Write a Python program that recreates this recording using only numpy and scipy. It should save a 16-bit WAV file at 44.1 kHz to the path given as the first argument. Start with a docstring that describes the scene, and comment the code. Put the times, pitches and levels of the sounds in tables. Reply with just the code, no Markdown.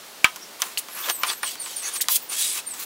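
"""A plastic mixing cup knocks down on a board, over soft outdoor hiss.
A flexible plastic spreader then taps a plywood panel and is drawn across it through epoxy.
Its edge slips over the grain in tiny jerks that sound in the panel and in the blade.
Small birds repeat a high falling chirp and twitter. An open shelter adds short reflections."""
import sys
import numpy as np
from scipy import signal
from scipy.fft import rfft, irfft, next_fast_len
from scipy.io import wavfile
from scipy.ndimage import map_coordinates

SR = 44100
rng = np.random.default_rng(int(sys.argv[2]) if len(sys.argv) > 2 else 0)


def transcribe(signal):
    """Save signal, clipped to [-1, 1], as a 16-bit WAV file at the path in sys.argv[1]."""
    frames = np.atleast_2d(signal).T
    limited = np.clip(frames, -1, 1)
    pcm = np.round(limited * 32767).astype(np.int16)
    wavfile.write(sys.argv[1], SR, pcm)


N = 125685
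TIME = np.arange(N) / SR

# outdoor hiss (frequency [Hz], relative density [dB])
AIR_SPECTRUM = [(18, -55), (30, -32), (263, -6.5), (455, -5), (945, -5), (1400, -7), (2360, -8),
                (4310, -7.5), (6370, -10.5), (15500, -15)]
# thin bird twitters (centre [s], length [s], frequency [Hz], level [dB])
TWITTERS = [(0.94, 0.075, 11400, -40), (1.012, .031, 13900, -33), (1.055, .064, 14400, -36),
            (1.122, 0.034, 13900, -31), (1.161, 0.024, 13800, -33), (1.202, 0.037, 13850, -33),
            (1.37, .07, 13000, -42.5), (2.234, .06, 15000, -40)]
# bird chirps (start [s], top pitch [Hz], level [dB])
CHIRPS = [(1.106, 8930, -29), (1.265, 9100, -30), (1.425, 9070, -27), (1.595, 9076, -28),
          (1.759, 9210, -28), (1.931, 9440, -27.5), (2.286, 9240, -30), (2.662, 9070, -29)]
# contour of a chirp (age [s], pitch / top pitch [ratio], relative level [dB])
CHIRP_SHAPE = [(0, .985, -16), (.007, 1, 0), (.018, .99, 0), (.033, .945, -6), (.048, .89, -4),
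               (.062, .855, -9), (.075, .83, -22)]
# chirp partials (frequency / pitch [ratio], relative level [dB])
CHIRP_PARTIALS = [(.5, -22), (1, -0.5), (1.5, -15)]

# resonances of cup on board, plywood panel, blade (frequency [Hz], relative level [dB], T60 [s])
CUP_MODES = [(1013, -14, 0.085), (1262, -10, 0.13), (1549, -7, 0.048), (2220, -27, 0.032),
             (2297, 3.5, 0.033), (2760, -10, 0.036), (2900, -19, 0.037), (3240, -8.5, 0.04),
             (3600, -24, 0.043)]
PANEL_MODES = [(382, -23, 0.057), (585, -16.5, 0.024), (915, -11, 0.046), (1042, -10.5, 0.1),
               (1197, -5, 0.051), (1436, -5.5, 0.046), (1704, -6, 0.036), (1892, -3.5, 0.035),
               (2357, -7.5, 0.032), (3050, -3.5, 0.019)]
BLADE_MODES = [(2180, -5, 0.013), (2760, -3.5, 0.023), (3305, 1, 0.023), (3885, -0.5, 0.033),
               (4540, 2, 0.031), (5770, 4, 0.014)]
# plastic click, dense board modes (frequency [Hz], relative density [dB])
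CLICK_SPECTRUM = [(60, -50), (200, -39), (1000, -11), (3000, 5.5), (4500, 3.5), (6000, 6.5), (8000, 1),
                  (11000, 1.5), (15500, 2)]
CLATTER_SPECTRUM = [(100, -51), (400, -20), (1000, 2), (1700, 1), (3200, 0.5), (4500, -7), (6500, -9.5),
                    (15000, -32)]
# decay of the dense board modes (frequency [Hz], T60 [s])
CLATTER_DECAY = [(500, 0.14), (1500, 0.076), (3500, 0.068), (12000, 0.017)]

# spreader hits the wood (time [s], panel level [dB], click level [dB])
TAPS = [(0.3601, -31, -25.5), (0.365, -36, -27), (0.6195, -14.5, -10.5), (0.624, -16.5, -19),
        (0.774, -30, -24), (0.885, -27.5, -31), (1.086, -20, -25), (1.099, -25.5, -14), (1.2341, -7, -15),
        (1.3006, -18, -22), (1.4312, -11.5, -19.5), (1.555, -30.5, -28), (1.661, -23.5, -27),
        (2.0849, -14, -7.5)]
# blade springs free (time [s], pitch [Hz], level [dB])
FLICKS = [(0.6196, 5990, -10), (0.7743, 2870, -10.5), (0.778, 4340, -14), (1.099, 2790, -18),
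          (1.661, 2560, -31), (1.889, 3580, -25), (2.0054, 1890, -21), (2.0425, 2000, -27)]
# blade or panel squeaks on one resonance, and a faint handling rustle at 0.435 s (centre [s], length [s],
# frequency [Hz], level [dB])
SQUEAKS = [(0.435, 0.045, 5530, -42), (1.03, 0.16, 1165, -43), (1.045, 0.046, 3470, -34.5),
           (1.09, .05, 551, -38.5), (1.211, .06, 1048, -43), (1.302, 0.042, 3450, -29.5),
           (1.3, 0.039, 4650, -32), (1.477, .06, 3095, -35.5), (1.605, 0.1, 4470, -45.5),
           (1.74, .15, 3150, -47.5), (1.852, .07, 5920, -33), (1.865, 0.076, 6580, -31),
           (1.865, 0.084, 4460, -39.5), (1.853, .07, 1996, -41), (1.853, 0.073, 2600, -44),
           (2.098, 0.034, 924, -38), (2.14, 0.062, 3300, -36.5), (2.16, 0.018, 6520, -33),
           (2.445, 0.091, 3850, -32), (2.521, .06, 8030, -35)]
# reflections off panel, arm and body (delay [s], gain [dB])
BOUNCES = [(.0012, -24), (.0027, -16.5), (.0058, -15.5)]
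# the four parts of a scrape (frequency [Hz], relative density [dB])
PANEL_RUB_SPECTRUM = [(50, -42), (150, -33), (350, -5.5), (600, -7), (800, -3), (1150, 4.5), (1800, -1.5),
                      (2800, -3.5), (6000, -56)]
BLADE_RUB_SPECTRUM = [(150, -60), (700, -45), (1500, -17), (2100, -4.5), (2900, -0.5), (3800, 2),
                      (5200, 0.5), (6500, 2), (8500, -7), (15000, -74)]
EDGE_HISS_SPECTRUM = [(500, -60), (2500, -54), (5500, -17), (7800, -1), (9500, 2), (11000, -1),
                      (13000, -6.5), (15700, -8.5)]
FIZZ_SPECTRUM = [(2000, -72), (8500, -47), (10500, -1.5), (12000, 1), (13500, 4), (15700, 5)]
# spreader strokes (start [s], knee [s], end [s], rise to knee [dB], fall from knee [dB],
# panel level [dB], blade level [dB], edge hiss level [dB], fizz level [dB])
STROKES = [(0.593, 0.663, 0.75, -5, 6.5, -47.5, -45, -44, -48),
           (0.777, 0.789, 0.799, 1.5, 13.5, -53, -27, -23.5, -28),
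           (0.879, 0.986, 1.04, 16.5, 4, -38, -39.5, -39.5, -37),
           (1.031, 1.095, 1.107, 10, -3, -32, -33, -37, -31),
           (1.21, 1.27, 1.335, 6, 1, -39.5, -37.5, -41.5, -39),
           (1.278, 1.301, 1.315, 8, 8, -33, -29, -51, -47), (1.44, 1.468, 1.547, 4, 7, -53, -34, -40, -38),
           (1.61, 1.715, 1.817, 7, 7, -55, -39, -40.5, -51),
           (1.82, 1.863, 1.895, 2.5, 0.5, -41, -41.5, -34.5, -51),
           (1.89, 1.965, 1.968, 6, -3, -42, -38, -39, -44),
           (1.951, 1.96, 1.968, 12, 1.5, -50, -31.5, -32, -37),
           (2.0089, 2.018, 2.026, 6.5, 8.5, -55, -23.5, -18.5, -22.5),
           (2.09, 2.118, 2.148, 5.5, 4, -59, -28.5, -26, -20),
           (2.143, 2.16, 2.168, 8, 7, -57, -24, -20.5, -19),
           (2.293, 2.328, 2.355, 10.5, 3, -41, -32.5, -30, -59),
           (2.347, 2.414, 2.6, 8, 12, -47, -28.5, -25.5, -45),
           (2.517, 2.584, 2.603, 10.5, 7, -39.5, -35.5, -45, -38),
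           (2.734, 2.744, 2.82, -7, 6, -48.5, -42, -39.5, -41),
           (2.791, 2.83, 2.838, 5, 1.5, -47, -37.5, -36, -32)]

KNOCK_S, KNOCK_DB = 0.2442, -8.5


def from_db(db):
    """Decibels to gain."""
    return 10 ** (np.asarray(db) / 20)


def unit_rms(x):
    """Scale to unit power."""
    return x / np.sqrt(np.mean(x ** 2) + 1e-20)


def at_hz(points, hz):
    """Read a table on a log-frequency axis."""
    table_hz, values = np.transpose(points)
    return np.interp(np.log(hz + 1e-3), np.log(table_hz), values)


def colour(x, spectrum):
    """Filter by a spectrum table; unit power."""
    size = next_fast_len(len(x))
    hz = np.arange(size // 2 + 1) * SR / size
    return unit_rms(irfft(rfft(x, size) * from_db(at_hz(spectrum, hz)), size)[:len(x)])


def high_pass(x, hz):
    """Second-order low cut."""
    return signal.sosfilt(signal.butter(2, hz, "high", fs=SR, output="sos"), x)


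def drift(corner_hz):
    """Smooth random motion; unit power."""
    pole = np.exp(-2 * np.pi * corner_hz / SR)
    return unit_rms(signal.lfilter([1], [1, -2 * pole, pole * pole], rng.standard_normal(N + SR))[SR:])


def decay(t, t60_s):
    """Exponential fall, 60 dB in t60_s."""
    return np.exp(-np.log(1000) * t / t60_s)


def ring(force, modes):
    """A force drives damped modes of alternating sign."""
    out = 0
    for k, (hz, db, t60_s) in enumerate(modes):
        radius, angle = from_db(-60 / (t60_s * SR)), 2 * np.pi * hz / SR
        feedback = [1, -2 * radius * np.cos(angle), radius * radius]
        out = out + (-1) ** k * from_db(db) * signal.lfilter([.5, 0, -.5], feedback, force + 1e-18)
    return out


def add(out, start_s, sound):
    """Mix a sound in at start_s."""
    i = max(int(start_s * SR), 0)
    out[i:i + len(sound)] += sound[:max(N - i, 0)]


def swells(rows, half_width_at_1k_hz=88):
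    """Narrow noisy tones swell and fade; higher ones are broader."""
    out = np.zeros(N)
    for centre_s, length_s, hz, db in rows:
        t = TIME[TIME < length_s]
        narrow = signal.butter(2, half_width_at_1k_hz * np.sqrt(hz / 1000), fs=SR, output="sos")
        re, im = signal.sosfilt(narrow, rng.standard_normal((2, SR // 4)))[:, -len(t):]
        tone = unit_rms(np.real((re + 1j * im) * np.exp(2j * np.pi * hz * t)))
        add(out, centre_s - length_s / 2, from_db(db) * np.sin(np.pi * t / length_s) * tone)
    return out


def air(level_db=-42.5):
    """Steady outdoor hiss."""
    return from_db(level_db) * colour(rng.standard_normal(N), AIR_SPECTRUM)


def shelter(x, first_echo_s=0.0071, t60_s=0.2):
    """Scattered reflections from roof, benches and ground."""
    t = TIME[:SR // 2]
    tail = rng.standard_normal(len(t)) * decay(t, t60_s) * (t > first_echo_s)
    return signal.fftconvolve(x, tail / np.sqrt(np.sum(tail ** 2)))[:N]


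def bird_chirps(waver_ratio=0.0064, flutter_db=2.5, echo_s=0.011, echo_db=-9):
    """Near-pure falling chirps, each with a close echo."""
    out = np.zeros(N)
    age_s, pitch_ratio, shape_db = np.transpose(CHIRP_SHAPE)
    t = TIME[TIME < age_s[-1]]
    waver = 1 + waver_ratio * drift(corner_hz=250)
    flutter = from_db(flutter_db * drift(corner_hz=53))
    for start_s, top_hz, db in CHIRPS:
        pitch_hz = top_hz * np.interp(t, age_s, pitch_ratio) * np.interp(start_s + t, TIME, waver)
        phase = 2 * np.pi * np.cumsum(pitch_hz) / SR
        tone = sum(from_db(partial_db) * np.sin(k * phase) for k, partial_db in CHIRP_PARTIALS)
        chirp = from_db(db + np.interp(t, age_s, shape_db)) * tone
        add(out, start_s, chirp)
        add(out, start_s + echo_s, from_db(echo_db) * chirp)
    return out * flutter


def plastic_click(t60_s=0.01):
    """Sharp crack of hard plastic."""
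    t = TIME[:SR // 20]
    return colour(rng.standard_normal(len(t)), CLICK_SPECTRUM) * decay(t, t60_s)


def board_clatter():
    """Dense modes of a struck board; the high ones die first."""
    t, hz = TIME[:SR // 6], np.geomspace(150, 15500, 260)
    gain = from_db(at_hz(CLATTER_SPECTRUM, hz)) * np.sqrt(hz)   # offsets the wider spacing up high
    phase, detune = rng.random((2, len(hz), 1))
    mode_hz = hz[:, None] + detune * np.gradient(hz)[:, None]
    partials = np.sin(2 * np.pi * (mode_hz * t + phase))
    envelopes = decay(t, at_hz(CLATTER_DECAY, hz)[:, None])
    return gain @ (partials * envelopes) / np.sqrt(np.sum(gain ** 2))


def cup_knock(click_db=5.5, clatter_db=1.5):
    """The cup hits the board; both ring."""
    out = np.zeros(N)
    add(out, KNOCK_S, ring(signal.unit_impulse(SR // 2), CUP_MODES))
    add(out, KNOCK_S, from_db(click_db) * plastic_click())
    add(out, KNOCK_S, from_db(clatter_db) * high_pass(board_clatter(), hz=1280))
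    return from_db(KNOCK_DB) * out


def cup_snap(wall_hz=2430, wall_s=0.00264, wall_db=13.2, thump_s=0.0024, thump_db=-5.5):
    """First violent cycles of the cup wall, with a short low thump from the overloaded input."""
    age_s = np.clip(TIME - KNOCK_S, 0, wall_s)
    wall = from_db(wall_db) * np.sqrt(1 - age_s / wall_s) * np.sin(2 * np.pi * wall_hz * age_s)
    thump = from_db(thump_db) * np.sin(np.pi * np.clip((TIME - KNOCK_S) / thump_s, 0, 1))
    return from_db(KNOCK_DB) * (wall - thump)


def spreader_taps(spot_spread_db=2.5, ring_db=-8.5, clatter_db=-8):
    """The blade clicks and the panel rings; mode levels vary with the spot struck."""
    out = np.zeros(N)
    for time_s, panel_db, click_db in TAPS:
        modes = [(hz, db + spot_spread_db * rng.standard_normal(), t60) for hz, db, t60 in PANEL_MODES]
        add(out, time_s, from_db(panel_db + ring_db) * ring(signal.unit_impulse(SR // 2), modes))
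        add(out, time_s, from_db(panel_db + clatter_db) * board_clatter())
        add(out, time_s, from_db(click_db) * plastic_click())
    return out


def blade_flicks(t60_s=0.0098, overtone_ratio=1.65, overtone_db=-9):
    """The blade catches, springs free and rings briefly at a pitch set by its bend."""
    out, kick = np.zeros(N), signal.unit_impulse(SR // 10)
    for time_s, hz, db in FLICKS:
        modes = [(hz, db, t60_s), (hz * overtone_ratio, db + overtone_db, t60_s)]
        add(out, time_s, ring(kick, modes))
    return out


def close_bounces(x):
    """Reflections off panel, arm and body comb the sound."""
    return x + sum(from_db(db) * np.interp(TIME - delay_s, TIME, x, left=0) for delay_s, db in BOUNCES)


def resin_film(x, bands=16, spread_db=1.33):
    """The film thickens and thins; each friction band swells and sinks on its own."""
    size, out = next_fast_len(N), 0
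    spectrum, hz = rfft(x, size), np.arange(size // 2 + 1) * SR / size
    centres_hz = np.geomspace(1000, SR / 3, bands)
    for weights in np.eye(bands):
        band = irfft(spectrum * at_hz(np.c_[centres_hz, weights], hz), size)[:N]
        out = out + band * from_db(spread_db * drift(corner_hz=9))
    return out


def blade_flex(x, swing_ratio=0.04):
    """The blade bends under the hand; its resonances glide."""
    speed = 1 + swing_ratio * drift(corner_hz=3)
    return map_coordinates(x, [np.cumsum(speed)], mode="mirror")


def edge_friction(slips_per_s=6000, spread_db=3, smooth_gain=0.7, judder_db=1.65):
    """Tiny random slips over the grain plus smooth rubbing, through resin, with judder."""
    sizes = from_db(spread_db * np.minimum(rng.exponential(1, N), 3.5))
    signs = rng.choice([-1, 1], N)
    slips = unit_rms(sizes * signs * (rng.random(N) < slips_per_s / SR))
    force = resin_film(slips + smooth_gain * rng.standard_normal(N))
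    return force * from_db(judder_db * drift(corner_hz=40))


def spreader_scrape(panel_hum_db=-19, blade_ring_db=-5, bite_share=0.061, release_s=0.0066):
    """Friction drives panel, blade, hiss and fizz; each stroke bites, varies in pressure, lifts off."""
    friction = edge_friction()
    panel_rub = colour(friction, PANEL_RUB_SPECTRUM)
    panel_hum = unit_rms(ring(panel_rub, PANEL_MODES))
    panel = unit_rms(panel_rub + from_db(panel_hum_db) * panel_hum)
    blade_ring = unit_rms(blade_flex(ring(friction, BLADE_MODES)))
    blade = unit_rms(colour(friction, BLADE_RUB_SPECTRUM) + from_db(blade_ring_db) * blade_ring)
    hiss, fizz = colour(friction, EDGE_HISS_SPECTRUM), colour(friction, FIZZ_SPECTRUM)
    power = 0
    for start_s, knee_s, end_s, rise_db, fall_db, *part_db in STROKES:
        bite = np.clip((TIME - start_s) / (bite_share * (end_s - start_s)), 0, 1)
        lift = np.exp(-np.clip((TIME - end_s) / release_s, 0, 20))
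        pressure = from_db(np.interp(TIME, [start_s, knee_s, end_s], [-rise_db, 0, -fall_db]))
        power = power + (from_db(part_db)[:, None] * bite * lift * pressure) ** 2
    return np.sum(np.sqrt(power) * np.array([panel, blade, hiss, fizz]), axis=0)


def scene(work_reverb_db=-16.5, bird_reverb_db=-5):
    """Work close by, birds farther off, open air behind; mono."""
    impacts = cup_knock() + spreader_taps() + blade_flicks()
    strokes = close_bounces(spreader_scrape() + swells(SQUEAKS))
    work = high_pass(impacts + strokes, hz=129)
    birds = bird_chirps() + swells(TWITTERS)
    background = air()
    reverb = shelter(from_db(work_reverb_db) * work + from_db(bird_reverb_db) * birds)
    return (background + reverb + birds + work + cup_snap())[None]


def record(dry):
    """The knock overloads the input, slightly lopsided; a steep low-pass cuts the top."""
    clip_level, skew, cutoff_hz = 0.83, 0.027, 15750
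    ceiling = clip_level * (1 - skew * np.sign(dry))
    clipped = dry / (1 + (dry / ceiling) ** 6) ** (1 / 6)
    return signal.sosfilt(signal.ellip(12, .1, 70, cutoff_hz, fs=SR, output="sos"), clipped)


dry = scene()
out = record(dry)
transcribe(out)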